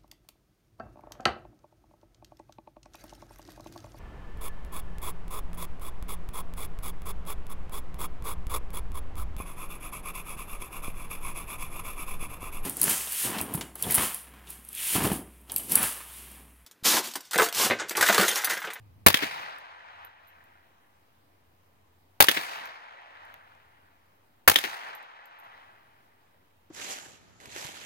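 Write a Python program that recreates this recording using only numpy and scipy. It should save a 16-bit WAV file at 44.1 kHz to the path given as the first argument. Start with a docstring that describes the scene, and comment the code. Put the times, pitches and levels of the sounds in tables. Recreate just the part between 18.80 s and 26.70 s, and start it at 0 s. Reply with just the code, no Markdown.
"""Three rifle shots from a bench

A small-calibre self-loading rifle is fired in open country, close to two spaced microphones, which it overloads.
Blast, bolt clacks and the cracks that follow are shock fronts with dense pulse clusters, coloured by filters.
A wood answers with noise that dies away band by band; recoil sets off a decaying mode of the wooden bench.
The spent brass case bounces there as filtered contact noise and ringing modes. Filtered noise forms the
open-air floor, a gust of wind at the start and the low rumble of far traffic."""
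import sys
import numpy as np
from scipy import signal
from scipy.fft import rfft, irfft
from scipy.io import wavfile

SR = 44100
rng = np.random.default_rng(int(sys.argv[2]) if len(sys.argv) > 2 else 0)


def generate_wav(signal):
    """Clip the signal to [-1, 1] and save it as 16-bit WAV at the path in sys.argv[1]."""
    frames = np.transpose(np.atleast_2d(signal))
    scaled = np.clip(frames, -1, 1) * 32767
    pcm = np.round(scaled).astype(np.int16)
    wavfile.write(sys.argv[1], SR, pcm)


N = 348390   # samples

# The three shots, all levels ahead of the gain control. near_decay_factor stretches the decay of the near trees.
# start_s, blast_db, extra_bass_db, blast_held_ms, bench_thump_db, wash_db, wash_treble_db, near_decay_factor
SHOTS = [(0.2629, -2, 7, 8.5, -16, -25, -2.5, 1.03), (3.4031, -2.5, -7, 6.6, -32, -24.5, 1, 1.05),
         (5.6762, -4, -6.5, 10, -27, -26.5, 2, .9)]
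LEFT_LEADS = 20   # samples by which shared sound reaches the left microphone first
BASS_PAN_DB = -4.5   # left-right; the bench carries the thump to the right microphone
GRID = 8192   # samples in the FFT
EDGES = np.append(20 * 2 ** np.arange(0, 9.6, 1 / 3), 17000)   # Hz, third octaves below the top band
CENTRES = np.sqrt(EDGES[1:] * EDGES[:-1])
BANDS = [signal.butter(2, pair, "band", fs=SR, output="sos") for pair in zip(EDGES, EDGES[1:])]


def from_db(db):
    """Convert a level in decibels to an amplitude ratio."""
    return 10 ** (np.asarray(db) / 20)


def rms_one(x):
    """Normalise the mean power to 1."""
    return x / np.sqrt(np.mean(x ** 2) + 1e-20)


def at_hz(points, hz):
    """Interpolate a spectrum linearly over log frequency."""
    point_hz, value = np.array(points).T
    return np.interp(np.log(hz), np.log(point_hz), value)


def in_time(rows, s):
    """Interpolate a curve linearly over time."""
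    return np.interp(s, *np.transpose(rows))


def add(out, x, s):
    """Superpose x on out from time s onward."""
    i = round(s * SR)
    out[:, i:i + x.shape[1]] += x[:, :N - i]


def sides(db):
    """Split a left-right level difference evenly into two gains."""
    return from_db([[db / 2], [-db / 2]])


def resonance(x, hz, width_hz):
    """Resonate as a two-pole system of gain about 1 at its peak; the pole radius sets the bandwidth."""
    r = np.exp(-np.pi * width_hz / SR)
    zeros = np.array([1, 0, -1]) * (1 - r * r) / 2
    poles = [1, -2 * r * np.cos(2 * np.pi * hz / SR), r * r]
    return signal.lfilter(zeros, poles, x)


def drift(size, rate):
    """Fluctuate slowly along lines joining random values of spread 1, about two per cycle of the rate."""
    steps = rng.standard_normal(int(size / SR * rate * 2) + 2)
    return np.interp(np.linspace(0, len(steps) - 1, size), np.arange(len(steps)), steps)


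def grains(size, spread_db):
    """Make impulsive white noise: three rows of rms 1 whose samples differ widely in size."""
    sizes = from_db(spread_db * np.minimum(rng.exponential(1, (3, size)), 6))
    return rms_one(sizes * rng.standard_normal((3, size)))


def stereo(three, alike):
    """Set the coherence of the sides: a shared row that leads on the left, plus an independent row per side."""
    shared = np.stack([three[0], np.roll(three[0], LEFT_LEADS)])
    alike = np.clip(alike, 0, 1)
    return np.sqrt(alike) * shared + np.sqrt(1 - alike) * three[1:]


def band_noise(size, spread_db, likeness):
    """Filter-bank synthesis: yield (centre Hz, stereo noise of equal power per Hz); neighbours are unrelated."""
    white = [grains(size, spread_db), grains(size, spread_db)]
    for k, (hz, band) in enumerate(zip(CENTRES, BANDS)):
        yield hz, stereo(signal.sosfilt(band, white[k % 2]), at_hz(likeness, hz))


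def coloured(x, gain_db):
    """Minimum-phase filtering by the folded cepstrum: nothing sounds early, the bass is not delayed."""
    cepstrum = irfft(gain_db * np.log(10) / 20)
    cepstrum[:, 1:GRID // 2] *= 2
    cepstrum[:, GRID // 2 + 1:] = 0
    return irfft(rfft(x, GRID) * np.exp(rfft(cepstrum)))


def bursts(rows, colour, spread_db, alike, snap, rise_ms):
    """Impulsive radiation: a shock front and a dense cluster of pulses behind it, coloured afterwards."""
    out, ms = np.zeros((2, N)), np.arange(5000) / SR * 1000
    hz = np.maximum(np.arange(GRID // 2 + 1) * SR / GRID, 10)
    bass = np.clip(np.log2(500 / hz) / 2, 0, 1)   # grows below 500 Hz, full at 125 Hz
    treble = np.clip(np.log2(hz / 4000), 0, 1)   # grows above 4 kHz, full at 8 kHz
    front = np.where(ms < .25, 1 - ms / .125, 0)   # N-shaped pressure step
    fronts = np.stack([front, np.roll(front, LEFT_LEADS)])
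    for s, level_db, bass_db, treble_db, pan_db, held_ms, t60_ms in rows:
        decay = from_db(-60 * np.maximum(ms - held_ms, 0) / t60_ms)
        shape = np.minimum(ms / rise_ms, 1) * decay
        pulses = stereo(grains(len(ms), spread_db), alike) * shape
        pulses += snap * fronts
        gain_db = at_hz(colour, hz) + bass * bass_db + treble * treble_db
        gain_db = gain_db - 10 * np.log10(np.mean(from_db(gain_db) ** 2))   # mean power gain 1
        gain_db = gain_db + np.array([[.5], [-.5]]) * (pan_db + BASS_PAN_DB * bass)
        add(out, coloured(pulses, gain_db) * from_db(level_db), s)
    return out


def after(start_s, rows, level_db, bass_db):
    """Shift a pattern of bursts in time, with added level and bass."""
    return [(start_s + s, level_db + db, bass_db + low_db, *rest) for s, db, low_db, *rest in rows]


def air_floor():
    """Stationary noise: the open-air floor is a sum of bands whose levels wander slightly."""
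    # spectrum of the floor, relative: frequency_hz, density_db (per Hz)
    spectrum = [(20, -19.5), (40, -11.5), (60, -6.5), (90, 3), (120, 2), (170, -0.5), (340, 0), (480, -2),
                (960, 0), (1360, -7), (2700, -11), (5400, -19), (7700, -23), (11000, -19), (15000, -16.5)]
    # likeness of the two sides: frequency_hz, likeness (power share, 0 to 1)
    likeness = [(60, .93), (200, 1), (500, 0.29), (1500, .25), (4000, 0.014), (12000, .01)]
    floor = 0
    for hz, noise in band_noise(N, 0, likeness):
        floor = floor + noise * from_db(at_hz(spectrum, hz) + 1.2 * drift(N, 8.4))
    return from_db(-66.5) * rms_one(floor)


def traffic():
    """Narrow-band resonance: far traffic is noise passed twice through the same peak, throbbing as of an
    engine."""
    # level of the rumble: time_s, level_db
    level = [(0, -51.5), (.24, -58.5), (.5, -69), (1.3, -66.5), (2, -77), (2.6, -70.5), (3.3, -71),
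             (4.6, -70.5), (5.5, -77), (6.8, -78), (7.9, -74.5)]
    hum_hz, width_hz, throb_hz, throb_depth = 88, 20, 15, 0.35
    t = np.arange(N) / SR
    far = stereo(rng.standard_normal((3, N + SR)), 0.94)
    once = resonance(far, hum_hz, width_hz)
    rumble = resonance(once, hum_hz, width_hz)[:, SR:]   # the first second lets the filters settle
    envelope = np.abs(signal.hilbert(rumble))
    rumble = rumble / (envelope + 0.37 * rumble.std())   # the hum wavers in pitch more than in level
    throb_phase = 2 * np.pi * throb_hz * t + 2.3 * drift(N, 3.4)
    rumble = rumble * (1 + throb_depth * np.sin(throb_phase))
    return from_db(in_time(level, t)) * rms_one(rumble)


def gust():
    """Turbulence: wind on the microphones is low noise, largely independent on the two sides."""
    # level of the gust: time_s, level_db
    level = [(0, -69), (.08, -63), (.16, -65), (.25, -62), (.5, -54), (.75, -64), (.95, -97)]
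    # spectrum of the gust, relative: frequency_hz, density_db (per Hz)
    spectrum = [(20, -20.5), (50, -14.5), (100, -1.5), (160, 1), (300, -9), (600, -22), (1200, -44),
                (2500, -90.5)]
    out, t = np.zeros((2, N)), np.arange(SR) / SR
    bands = band_noise(SR, 0, [(60, 0.34), (1000, 0.33)])   # frequency_hz, likeness
    wind = sum(noise * from_db(at_hz(spectrum, hz)) for hz, noise in bands)
    add(out, from_db(in_time(level, t)) * rms_one(wind), 0)
    return out


def wash():
    """Diffuse scattering: echoes of countless trunks decay band by band, first near trees, then far woods."""
    # scatterers lie thicker at some distances: time_after_shot_s, level_db
    swell = [(0, -18), (.02, -9), (.07, -11), (.12, -3.5), (.2, 0), (.4, 3), (.6, -0.5), (.85, 2.5),
             (1.4, -3.5), (2.2, -1), (3, 8)]
    # likeness of the two sides: frequency_hz, likeness (power share, 0 to 1)
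    likeness = [(60, .9), (300, 0.14), (1500, 0.78), (5000, 0.33), (12000, 0.093)]
    # balance of the two sides: frequency_hz, left_right_db
    balance = [(60, -1), (180, -2), (550, 0.5), (1650, 1), (4970, 2.5), (15000, -1)]
    # initial spectra, relative, of dull slow far woods and bright quick near trees: frequency_hz, density_db
    far_colour = [(60, -31), (250, -20), (400, -16.5), (550, -7.5), (850, 3.5), (1200, 0.5), (1700, 1),
                  (2200, -5.5), (2900, -9.5), (4200, -21), (6500, -36.5), (15000, -49.5)]
    near_colour = [(60, -15), (250, -9.5), (550, -3), (1000, -3.5), (1400, -2), (2000, 9), (2900, 3.5),
                   (4200, 1), (6500, -4.5), (8000, -4.5), (12000, -3), (15000, -4)]
    # decay time of the near trees ahead of each shot's factor: frequency_hz, t60_s
    near_t60 = [(60, 1), (500, 1), (4200, 1), (6500, 0.72), (12000, .65)]
    far_t60_s = 2.62
    out, t = np.zeros((2, N)), np.arange(3 * SR) / SR
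    far_power = np.sum(from_db(at_hz(far_colour, CENTRES)) ** 2 * np.diff(EDGES))
    norm = np.sqrt(far_power / (SR / 2))
    for s, *_, level_db, treble_db, near_factor in SHOTS:
        # single near trees stand out in all bands at once
        lumps_db = 2.4 * np.exp(-t / .6) * drift(len(t), 90)
        echo = 0
        for hz, noise in band_noise(len(t), 4.0, likeness):
            far = from_db(at_hz(far_colour, hz) - 60 * t / far_t60_s)
            near_start_db = at_hz(near_colour, hz) + treble_db * (hz > 5000)
            near = from_db(near_start_db - 60 * t / (near_factor * at_hz(near_t60, hz)))
            flicker = from_db(1.5 * drift(len(t), 15))
            echo = echo + noise * np.hypot(far, near) * flicker * sides(at_hz(balance, hz))
        add(out, echo * from_db(level_db + lumps_db + in_time(swell, t)) / norm, s)
    return out


def case():
    """Impact excitation: each bounce is a bright tick, a knock of the wood and the thin ring of the brass tube."""
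    # spent case on the bench; ring and knock are relative to the peak of the tick:
    # time_s, tick_peak_db, left_right_db, ring_db, knock_db
    bounces = [(0.7848, -33.5, -16, -29, -16), (1.2492, -33.5, -11, -26.5, -11.5),
               (1.474, -52, -18.5, -21, -20), (1.4814, -52, -20, -19, -20), (1.6399, -50, -9, -30, -20),
               (3.8565, -28, -5, -24, 6), (4.2155, -52, -5, -40, -20), (4.453, -43, -7, -50, -6),
               (4.5417, -36.5, 0, -50, 3), (4.7501, -74, 4, -50, 26), (6.1515, -27, -11, -25, -24),
               (6.2292, -41, -16, -30, -20), (6.4567, -33.5, -14, -28, -11), (6.5879, -43.5, -16, -23, -8),
               (6.6003, -41, -3, -34, -20), (6.6378, -52, -6, -19, -18)]
    # modes of the tube, mean levels relative to the ring: frequency_hz, level_db, t60_s
    modes = [(12000, 8, 0.1), (11990, -13.5, 0.16), (6950, -36, 0.082)]
    out, t = np.zeros((2, N)), np.arange(6000) / SR
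    for s, peak_db, pan_db, ring_db, knock_db in bounces:
        contact = rng.standard_normal((2, len(t))) * np.exp(-t / 0.00037)
        tick = resonance(contact, hz=13600, width_hz=7900)
        knock = resonance(contact, hz=1930, width_hz=740)
        ring = 0
        for hz, db, t60_s in modes:
            decay = from_db(db + rng.normal(0, 2.8) - 60 * t / t60_s)   # strength varies with the bounce
            ring = ring + decay * np.sin(2 * np.pi * hz * t)
        hit = tick / np.abs(tick).max()
        hit = hit + from_db(knock_db) * knock / np.abs(knock).max()
        hit = hit + from_db(ring_db) * ring
        add(out, hit * from_db(peak_db) * sides(pan_db), s)
    return out


def thump():
    """Modal response: the recoil sets the bench's lowest mode going, a sine that decays exponentially."""
    mode_hz, rise_s, t60_s = 92, .008, .13
    out, t = np.zeros((2, N)), np.arange(SR // 4) / SR
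    envelope = np.minimum(t / rise_s, 1) * from_db(-60 * t / t60_s)
    mode = envelope * np.sin(2 * np.pi * mode_hz * t)
    for s, _, _, _, thump_db, *_ in SHOTS:
        add(out, mode * from_db(thump_db) * sides(BASS_PAN_DB), s)
    return out


def later_cracks():
    """Impulse trains: a soft early crack, a loud second crack with followers and a late group follow each shot."""
    # second crack of each shot, and the late group behind it:
    # time_s, level_db, extra_bass_db, bite_db (3 to 4 kHz), late_level_db, late_extra_bass_db
    second_cracks = [(0.3427, -6, 1.5, -3, -14.5, 8.5), (3.485, -2.5, -0.5, -3, -16.5, -2),
                     (5.758, -3, -7.5, 4.5, -17, -12.5)]
    # patterns of the second crack with its followers, the early crack and the late group; level and bass add up:
    # time_after_start_s, level_db, bass_db, treble_db, left_right_db, held_ms, t60_ms
    second_crack_pattern = [(0, 0, -1.5, -3, 4, 4.1, 25), (.011, -16, 1.1, 0.1, -1.5, 2.5, 120),
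                            (.0282, -11, -14, 4, -6, 2.0, 30)]
    early_pattern = [(0, -20.5, 0.76, 10, 2.5, 1.9, 12.6)]
    late_pattern = [(0, -1, 2.8, -7, 3.9, 7.1, 32), (.0053, -2.5, 0.76, -22, 5.4, 3.4, 58.7),
                    (0.0112, -5, 4, -5.5, 0.1, 3.1, 90)]
    # spectra of the cracks and of the late group, relative: frequency_hz, density_db (per Hz)
    crack_colour = [(30, -41.5), (60, -27.5), (250, -3), (700, -9.5), (1200, -7), (1700, -0.5),
                    (2500, -6.5), (3400, 4), (4400, -11), (5600, -9.5), (8000, -18.5), (11000, -12.5),
                    (15000, -14)]
    late_colour = [(30, -39), (60, -28), (300, -2), (700, -11), (1200, -9.5), (1900, 0.5), (2800, -5.5),
                   (4400, -11.5), (8000, -17.5), (15000, -14.5)]
    early_s, late_group_s = .0652, .0812   # after the shot, after the second crack
    cracks, late, out = [], [], 0
    for (shot_s, *_), row in zip(SHOTS, second_cracks):
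        second_s, second_db, bass_db, bite_db, late_db, late_bass_db = row
        second, *followers = after(second_s, second_crack_pattern, second_db, bass_db)
        cracks += after(shot_s + early_s, early_pattern, 0, bass_db) + followers
        late += after(second_s + late_group_s, late_pattern, late_db, late_bass_db)
        second_colour = [(hz, db + bite_db * (3000 < hz < 4000)) for hz, db in crack_colour]
        out += bursts([second], second_colour, 5.2, 0.25, snap=1.6, rise_ms=0.24)
    out += bursts(cracks, crack_colour, 4.6, 0.27, snap=1.4, rise_ms=0.33)
    return out + bursts(late, late_colour, 6.1, 0.49, snap=1.1, rise_ms=0.49)


def bolt():
    """Mechanical impact: each cycle of the bolt is a fixed pattern of short clacks after the shot."""
    # one cycle of the bolt, its bass added to by the shot:
    # time_after_shot_s, level_db, bass_db, treble_db, left_right_db, held_ms, t60_ms
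    cycle = [(.012, -12.5, -3, -4, 4.5, 2.3, 13), (.0203, -5, -7, 3, 4, 2.7, 25),
             (.032, -21, -4.5, -0.55, 2.5, 3.6, 23), (.0387, -13, -2, -1, -0.5, 2.3, 32)]
    # spectrum of the clacks, relative: frequency_hz, density_db (per Hz)
    colour = [(30, -32), (60, -8.5), (125, -0.5), (300, -4), (900, -1), (1900, -6.5), (4400, -7.5),
              (7700, -16.5), (11000, -9.5), (14500, -8.5)]
    bass_share = .55   # how much of a shot's extra bass the bolt carries
    clacks = []
    for s, _, bass_db, *_ in SHOTS:
        clacks += after(s, cycle, 0, bass_share * bass_db)
    return bursts(clacks, colour, 2.5, 0.22, snap=0.39, rise_ms=0.35)


def blast():
    """Shock radiation: each shot is a pressure step with a held, then decaying, cluster of pulses."""
    # spectrum of the blast, relative: frequency_hz, density_db (per Hz)
    colour = [(25, -17.5), (60, -10.5), (110, -2.5), (220, -8), (450, -2), (800, -1), (1400, 0.5),
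              (2300, -5.5), (4000, -10.5), (7500, -17), (11000, -11.5), (15000, -8.5)]
    treble_db, pan_db, t60_ms = 0.6, 0.95, 26
    blasts = []
    for s, level_db, bass_db, held_ms, *_ in SHOTS:
        blasts.append((s, level_db, bass_db, treble_db, pan_db, held_ms, t60_ms))
    return bursts(blasts, colour, 3.2, 0.59, snap=.3, rise_ms=0.94)


def scene():
    """Superpose surroundings, echoes, case, bench, later cracks and rifle."""
    surroundings = air_floor() + traffic() + gust()
    rifle = bolt() + blast()
    return surroundings + wash() + case() + thump() + later_cracks() + rifle


def record(dry):
    """Gain control ducks after loud peaks and lets go slowly; overload is clipped, the top is cut."""
    most_db, above_db, release_db_s, smoothing_s = 9, -35, 41, .06
    offset = -.0004   # ahead of the ducking; the converter does not rest exactly at zero
    t = np.arange(N) / SR
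    level_db = 20 * np.log10(np.minimum(np.abs(dry).max(axis=0), 1) + 1e-9)
    held_db = np.maximum.accumulate(level_db + release_db_s * t) - release_db_s * t   # falling peak hold
    r = np.exp(-1 / (smoothing_s * SR))
    duck_db = signal.lfilter([1 - r], [1, -r], np.clip(held_db - above_db, 0, most_db))
    clipped = np.clip((dry + offset) * from_db(-duck_db), -.95, .95)
    low_pass = signal.cheby2(12, 45, 16600, fs=SR, output="sos")   # 45 dB down from 16.6 kHz
    return np.clip(signal.sosfilt(low_pass, clipped), -1, 1)


dry = scene()
out = record(dry)
generate_wav(out)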